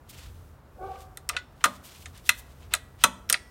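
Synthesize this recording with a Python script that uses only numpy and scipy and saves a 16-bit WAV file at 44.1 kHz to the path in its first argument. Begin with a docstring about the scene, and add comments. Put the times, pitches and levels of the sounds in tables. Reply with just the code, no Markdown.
"""Soft strokes of a gloved hand on a ribbed belt, over steady air and a wavering low rumble.
Stick-slip friction squeaks once, with a narrow noisy creak from just before the squeak until just after it.
Ribs snap over the pulley rim as the hand works the belt off: each snap is a broadband crack, treble first,
with damped modes of pulley and bracket; soft scrapes, faint long rings and slaps of the slack span join in.
Decaying noise gives the short tails of a quiet engine bay and its workshop around a close microphone."""
import sys
import numpy as np
from scipy import signal
from scipy.fft import rfft, irfft
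from scipy.io import wavfile
from scipy.ndimage import uniform_filter1d

SR = 44100
rng = np.random.default_rng(int(sys.argv[2]) if len(sys.argv) > 2 else 0)


def wav_record(signal):
    """Record a signal, one row per channel, as 16-bit PCM in the file named by sys.argv[1]."""
    frames = np.transpose(np.atleast_2d(signal))
    bounded = np.clip(frames, -1, 1)
    # unit amplitude maps onto the largest positive 16-bit level
    quanta = np.round(bounded * 32767).astype(np.int16)
    wavfile.write(sys.argv[1], SR, quanta)


N = 154350  # samples

# spectrum of the steady air: (frequency [Hz], relative density [dB per Hz])
AIR_SPECTRUM = [(76, -24.5), (130, -0.5), (172, -14), (238, -11.5), (342, -15), (935, -19), (1170, -20),
                (1400, -21.5), (2090, -31.5), (10500, -54), (16000, -45.5)]
AIR_DB = -55.5
# spectrum of the low rumble: (frequency [Hz], relative density [dB per Hz])
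RUMBLE_SPECTRUM = [(20, -34), (32, -16), (42, 0.5), (62, 5), (90, 6), (125, -15.5), (170, -11.5),
                   (300, -39)]
# wavering of the rumble: (time [s], level [dB])
RUMBLE_ENVELOPE = [(0, -54.5), (.2, -54), (.28, -45.5), (.5, -49), (.62, -57), (.85, -48), (1.55, -55),
                   (1.95, -55), (2.1, -46), (2.3, -49.5), (2.9, -49.5), (3.2, -51)]

# strokes of glove and belt: (peak time [s], rise [s], fall [s], level [dB], treble tilt [dB per octave])
RUB_STROKES = [(0.1, 0.0065, .018, -51, 3.5), (.17, 0.046, 0.04, -52, -1), (.235, 0.044, 0.043, -53.5, -2),
               (.39, 0.086, .05, -71, 1), (.92, 0.057, .05, -58, -5), (1.015, 0.027, .03, -56, 1.5),
               (1.75, 0.099, .045, -56.5, 1.5), (1.866, 0.02, .014, -46, 3),
               (1.91, 0.036, .05, -52.5, -0.5), (2.011, 0.076, .055, -55, 2),
               (2.159, 0.015, .04, -56, -2.5), (2.271, 0.024, .03, -50, 2.5), (2.385, 0.034, 0.022, -50, 6),
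               (2.47, 0.066, .12, -63, 1), (2.635, 0.018, 0.032, -60.5, -3.5),
               (2.729, 0.012, 0.021, -40.5, -5.5), (3.028, 0.019, 0.014, -47.5, -3)]
# spectrum of the friction grains before the tilt: (frequency [Hz], relative density [dB per Hz])
RUB_SPECTRUM = [(300, -20), (1900, -6), (3200, -2), (5500, -7), (8500, -8.5), (10500, -12.5), (14000, -11),
                (17000, -21)]
RUB_GRAIN_DB, RUB_FLUTTER_DB = 1.5, 2.5  # rms of the fast and the slow level variation
CATCHES_PER_S, CATCH_DB = 30, 16.5  # single sticks and slips; gain of what each adds to its grain

# stick-slip tone: (time [s], pitch [Hz], level of partials 1, 2, 3 and 4 [dB each])
SQUEAK_TRACK = [(0.783, 372, -69, -53, -85, -79), (0.811, 371.5, -43, -40.5, -50, -52),
                (0.843, 388.7, -35.5, -39, -44, -55.5), (0.867, 392.2, -42, -45, -49.5, -61.5),
                (0.89, 387.6, -46, -42, -51, -67), (0.92, 376.8, -53, -37.5, -48, -64),
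                (0.96, 387.7, -66, -70, -52, -65)]
SQUEAK_JITTER = 0.018  # rms pitch deviation, as a fraction
SQUEAK_EDGE_DB = -21  # sixth partial relative to the third
SQUEAK_RASP_DB, RASP_HZ = -8, 107.1  # rough sidebands at partial 2, and roughly how far they reach
SQUEAK_WET_DB, SQUEAK_T60_S = -1.5, 0.81  # workshop tail of the squeak
SQUEAK_TAIL_LO_HZ = 563  # the workshop returns little below this
# narrow noisy creak, from just before the squeak until just after it: (time [s], level [dB])
CREAK_ENVELOPE = [(.745, -73), (.772, -52.5), (.82, -48.5), (.97, -55), (1.03, -67)]
CREAK_HZ, CREAK_WIDTH_HZ = 508, 110

# rib snaps: (time [s], level in each of the five bands [dB each], contact resonance [Hz],
# crack decay constant at 3 kHz [ms])
RIB_SNAPS = [(1.1719, -59, -56, -44, -41.5, -47, 8470, 2.3), (1.29, -68, -40, -34.5, -27.5, -35, 8190, 2.7),
             (1.2949, -47, -31.5, -29.5, -36, -65, 1220, 2.1),
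             (1.3651, -61, -40, -26, -39.5, -77, 2640, 5.2), (1.64, -45, -16, -19.5, -21.5, -37, 1222, 3.2),
             (1.6454, -35.5, -53, -26.5, -49, -35, 1225, 8.9), (1.6551, -37, -24, -29, -33, -41, 1170, 4),
             (2.0568, -57, -53, -41.5, -45, -81, 2160, 6.6),
             (2.291, -48.5, -28.5, -13.5, -21, -25.5, 2638, 4.7),
             (2.7369, -40.5, -32, -21, -24.5, -28.5, 7820, 2.7),
             (2.749, -53, -50, -51.5, -33, -41, 9520, 2.2),
             (3.0375, -36, -17, -14, -16.5, -22.5, 8970, 4.6),
             (3.041, -31.5, -17, -26, -24.5, -38.5, 1177, 4.8),
             (3.2909, -55, -55, -42, -40, -52, 5520, 2.7), (3.2980, -42, -34, -25, -23, -24.5, 14500, 4.8),
             (3.3260, -42, -37.5, -27.5, -19, -29.5, 8650, 3), (3.3411, -47.5, -38, -21, -49, -53, 1950, 3)]
# edges of the five snap bands: (frequency [Hz])
SNAP_BAND_EDGES = [200, 900, 1600, 4400, 10000, 16500]
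# spectrum of the crack before its band levels: (frequency [Hz], relative level [dB])
CRACK_SPECTRUM = [(150, -3), (280, -1), (380, -7.5), (590, 0), (800, 1), (1000, -4.5), (1280, -4),
                  (1700, 0.5), (2250, -4), (2700, -4), (3800, -6.5), (4900, 0), (6600, -5), (9100, -4.5),
                  (10100, -14), (11400, -6), (13000, -12), (16000, -18.5)]
CRACK_RISE_S = 0.00044
SPREAD_S = 0.0016  # bending-wave delay at 1 kHz, inversely proportional to frequency
TREBLE_DAMPING = 0.17  # decay time falls as this power of frequency
# modes of pulley and bracket: (frequency [Hz], relative level [dB], t60 [s])
METAL_MODES = [(607.7, -5, 0.16), (973, -2, 0.067), (1135, -2, 0.083), (1226, 6.5, .05), (1322, 1.5, 0.057),
               (1400, 2.5, 0.051), (1963, 3.5, 0.029), (2582, 3, .023), (3120, -5, .035),
               (3607, -7.5, 0.057), (4048, -2.5, .04), (6780, -7.5, .06), (9200, -3.5, 0.032),
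               (9319, -7, 0.056)]
MODE_DB, MODE_SCATTER_DB = -13.5, 1  # common offset, and rms scatter from snap to snap
MODE_DRIFT = 0.002  # rms detuning by the pull of the belt, as a fraction
CONTACT_DB, CONTACT_T60_S = -0.5, 0.016  # relative level and short ring of the spot that the rib hits

# reflections: (centre [Hz], bay level [dB], bay t60 [s], workshop level [dB], workshop t60 [s])
SPACE_BANDS = [(250, -1, 0.18, -14, 1), (674, -2.5, 0.14, -11.5, 0.63), (1400, -14, 0.068, -28.5, .6),
               (2990, -12.5, 0.15, -21, 0.4), (7160, -12.5, 0.11, -25, 0.42), (13000, -26, 0.1, -23, 0.083)]
RING_SEND_DB = -5.5  # the modes feed the echoes less than the crack does

# soft scrapes of the belt on the rim: (time [s], decay constant [s], level [dB], centre [Hz])
RIM_SCRAPES = [(1.312, 0.042, -52.5, 620), (1.331, 0.031, -43.5, 1660), (1.348, 0.01, -42, 890),
               (1.386, 0.0074, -42, 2270), (1.608, 0.015, -47, 1940), (1.804, 0.019, -54, 290),
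               (2.176, 0.0035, -44.5, 7970)]
# long faint rings of the freed pulley: (time [s], frequency [Hz], level [dB], t60 [s])
LONG_RINGS = [(1.365, 1466, -29.5, 0.15), (1.366, 1986, -29.5, 0.11), (1.366, 3480, -49, .24),
              (1.366, 5340, -69, .9), (1.366, 6850, -48, 0.12), (2.738, 1943, -51, 0.6),
              (3.039, 6775, -43.5, 0.28), (3.04, 3521, -42, 0.28), (3.327, 5335, -60, 1),
              (3.341, 1955, -48, 0.74)]
# slaps of the slack belt: (time [s], level [dB])
BELT_SLAPS = [(1.656, -41), (2.295, -57), (2.741, -57.5), (3.045, -37.5)]
# modes of the belt span: (frequency [Hz], relative level [dB], t60 [s])
BELT_MODES = [(129.5, 4.5, 0.12), (191.6, -9, 0.72), (254, 6.5, 0.091), (323, -12.5, 0.16)]

TOP_HZ = 15900  # upper limit of the sound


def undb(db):
    """Logarithmic level: converts decibels to an amplitude gain."""
    return 10 ** (np.asarray(db) / 20)


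def unit(x):
    """Normalisation: scales to an rms of 1."""
    return x / np.sqrt(np.mean(x ** 2))


def add(out, start, x):
    """Superposition: mixes x into out from a start time in seconds."""
    i = int(start * SR)
    out[i:i + len(x)] += x[:len(out) - i]


def band(x, lo, hi, order=3):
    """Band limitation: a causal Butterworth band-pass."""
    hi = min(hi, SR / 2 - 1000)
    return signal.sosfilt(signal.butter(order, [lo, hi], "band", fs=SR, output="sos"), x)


def colour(x, points, tilt_db=0):
    """Spectral shaping: weights x by (Hz, dB) points and a tilt per octave, then sets its rms to 1."""
    hz, db = np.array(points).T
    octave = np.log2(np.fft.rfftfreq(len(x), 1 / SR) + 1)  # the 1 avoids log of zero
    weight_db = np.interp(octave, np.log2(hz), db, left=-90) + tilt_db * octave
    return unit(irfft(rfft(x) * undb(weight_db), len(x)))


def walk(rate):
    """Smoothed chance: random steps at a rate in Hz, averaged twice, with an rms of 1."""
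    k = int(SR / rate)
    steps = np.repeat(rng.standard_normal(N // k + 1), k)
    return unit(uniform_filter1d(uniform_filter1d(steps, k), k)[:N])


def fade(t, t60):
    """Exponential decay: falls by 60 dB in t60 seconds."""
    return np.exp(-np.log(1000) * t / t60)


def ring(modes, t):
    """Modal superposition: sums damped sines of random phase."""
    total = 0
    for hz, db, t60 in modes:
        total = total + undb(db) * fade(t, t60) * np.sin(2 * np.pi * (hz * t + rng.random()))
    return total


def workshop():
    """Coloured noise: steady air, and a low rumble with a wavering level."""
    level_db = np.interp(np.arange(N) / SR, *np.array(RUMBLE_ENVELOPE).T)
    air = undb(AIR_DB) * colour(rng.standard_normal(N), AIR_SPECTRUM)
    rumble = undb(level_db) * colour(rng.standard_normal(N), RUMBLE_SPECTRUM)
    return air + rumble


def rubbing():
    """Sliding friction: fine irregular grains of noise swell with each stroke of glove and belt."""
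    out, t = np.zeros(N), np.arange(N) / SR
    catches = undb(CATCH_DB) * (rng.random(N) < CATCHES_PER_S / SR)
    roughness = undb(RUB_GRAIN_DB * walk(1500) + RUB_FLUTTER_DB * walk(70))
    grains = unit(rng.standard_normal(N) * (1 + catches) * roughness)
    for peak, rise, fall, db, tilt_db in RUB_STROKES:
        swell = np.exp(-0.5 * ((t - peak) / np.where(t < peak, rise, fall)) ** 2)
        shifted = np.roll(grains, rng.integers(N))  # different grains under each stroke
        out += undb(db) * swell * colour(shifted, RUB_SPECTRUM, tilt_db)
    return out


def squeak():
    """Stick-slip oscillation: a noisy creak under rough, unsteady harmonics that linger in the workshop."""
    t = np.arange(N) / SR
    when, hz, *levels = np.array(SQUEAK_TRACK).T
    pitch = np.interp(t, when, hz) * (1 + SQUEAK_JITTER * walk(200))
    phase = 2 * np.pi * np.cumsum(pitch) / SR
    partials = list(enumerate(levels, 1)) + [(6, levels[2] + SQUEAK_EDGE_DB)]
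    tone = 0
    for k, db in partials:
        # complex modulation makes the rough sidebands, stronger on higher partials
        rasp = undb(SQUEAK_RASP_DB) * np.sqrt(k / 2) * (walk(2 * RASP_HZ) + 1j * walk(2 * RASP_HZ))
        gain = undb(np.interp(t, when, db, left=-150, right=-150))
        tone = tone + gain * np.imag((1 + rasp) * np.exp(1j * k * phase))
    half_width = CREAK_WIDTH_HZ / 2
    creak = unit(band(rng.standard_normal(N), CREAK_HZ - half_width, CREAK_HZ + half_width, order=2))
    creak_db = np.interp(t, *np.array(CREAK_ENVELOPE).T, left=-150, right=-150)
    direct = tone + creak * undb(creak_db)
    tail = rng.standard_normal(SR) * fade(t[:SR], SQUEAK_T60_S)
    tail = band(tail / np.linalg.norm(tail), SQUEAK_TAIL_LO_HZ, TOP_HZ, order=2)
    return direct + undb(SQUEAK_WET_DB) * signal.fftconvolve(direct, tail)[:N]


def snaps():
    """Impact and dispersion: each rib cracks, treble first, and excites metal modes: (cracks, rings)."""
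    cracks, rings, t = np.zeros(N), np.zeros(N), np.arange(SR // 5) / SR
    attack = 1 - np.exp(-t / CRACK_RISE_S)
    for start, *levels, contact_hz, decay_ms in RIB_SNAPS:
        modes = [(contact_hz, CONTACT_DB, CONTACT_T60_S)]
        for hz, db, t60 in METAL_MODES:
            mode_hz = hz * (1 + MODE_DRIFT * rng.standard_normal())
            mode_db = db + MODE_DB + MODE_SCATTER_DB * rng.standard_normal()
            modes.append((mode_hz, mode_db, t60))
        metal = ring(modes, t)
        noise = colour(rng.standard_normal(len(t)), CRACK_SPECTRUM)
        for lo, hi, db in zip(SNAP_BAND_EDGES, SNAP_BAND_EDGES[1:], levels):
            khz = (lo + hi) / 2000  # band centre
            decay_s = decay_ms / 1000 * (khz / 3) ** -TREBLE_DAMPING
            sources = np.array([noise * np.exp(-t / decay_s), metal]) * attack
            crack, tone = band(sources, lo, hi, order=4)
            # the level is the rms of crack and ring together over the first 10 ms
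            gain = undb(db) / np.sqrt(np.mean((crack + tone)[:SR // 100] ** 2))
            arrival = start + SPREAD_S / khz
            add(cracks, arrival, gain * crack)
            add(rings, arrival, gain * tone)
    return cracks, rings


def reflections(x):
    """Reverberation: convolves x with decaying noise, quick for the engine bay and weak for the workshop."""
    t = np.arange(SR) / SR
    onset = 1 - np.exp(-(t / 0.0015) ** 2)
    response = 0
    for hz, bay_db, bay_t60, shop_db, shop_t60 in SPACE_BANDS:
        for db, t60 in ((bay_db, bay_t60), (shop_db, shop_t60)):
            tail = rng.standard_normal(len(t)) * fade(t, t60) * onset
            tail = tail / np.linalg.norm(tail)  # unit energy before the band-pass
            response = response + undb(db) * band(tail, hz / 1.79, hz * 1.555, order=2)
    return signal.fftconvolve(x, response)[:N]


def scrapes():
    """Brief friction: band-limited noise decays as the belt catches on the rim."""
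    out, t = np.zeros(N), np.arange(SR // 5) / SR
    for start, fall, db, hz in RIM_SCRAPES:
        noise = unit(band(rng.standard_normal(len(t)), hz / 2.3, hz * 1.6, order=2))
        add(out, start, undb(db) * np.exp(-t / fall) * noise)
    return out


def pulley_rings():
    """Free vibration: lightly damped modes of the freed pulley sing on faintly after some snaps."""
    out, t = np.zeros(N), np.arange(SR) / SR
    for start, hz, db, t60 in LONG_RINGS:
        add(out, start, ring([(hz, db, t60)], t))
    return out


def slaps():
    """Span vibration: the slack belt flaps in its low modes after some snaps."""
    out, t = np.zeros(N), np.arange(SR // 2) / SR
    attack = 1 - np.exp(-t / 0.00066)
    for start, db in BELT_SLAPS:
        add(out, start, undb(db) * ring(BELT_MODES, t) * attack)
    return out


def scene():
    """Superposition: room, rubbing and squeak, with snaps, scrapes and slaps and their echoes."""
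    background = workshop() + rubbing() + squeak()
    cracks, rings = snaps()
    blows = cracks + scrapes() + slaps()
    echoes = reflections(blows + undb(RING_SEND_DB) * rings)
    return (background + blows + rings + echoes + pulley_rings())[None]


def record(dry):
    """Amplitude and band limits: clips at full scale, then cuts the treble with a steep low-pass."""
    low_pass = signal.ellip(8, 0.2, 70, TOP_HZ, fs=SR, output="sos")
    return signal.sosfilt(low_pass, np.clip(dry, -1, 1))


dry = scene()
out = record(dry)
wav_record(out)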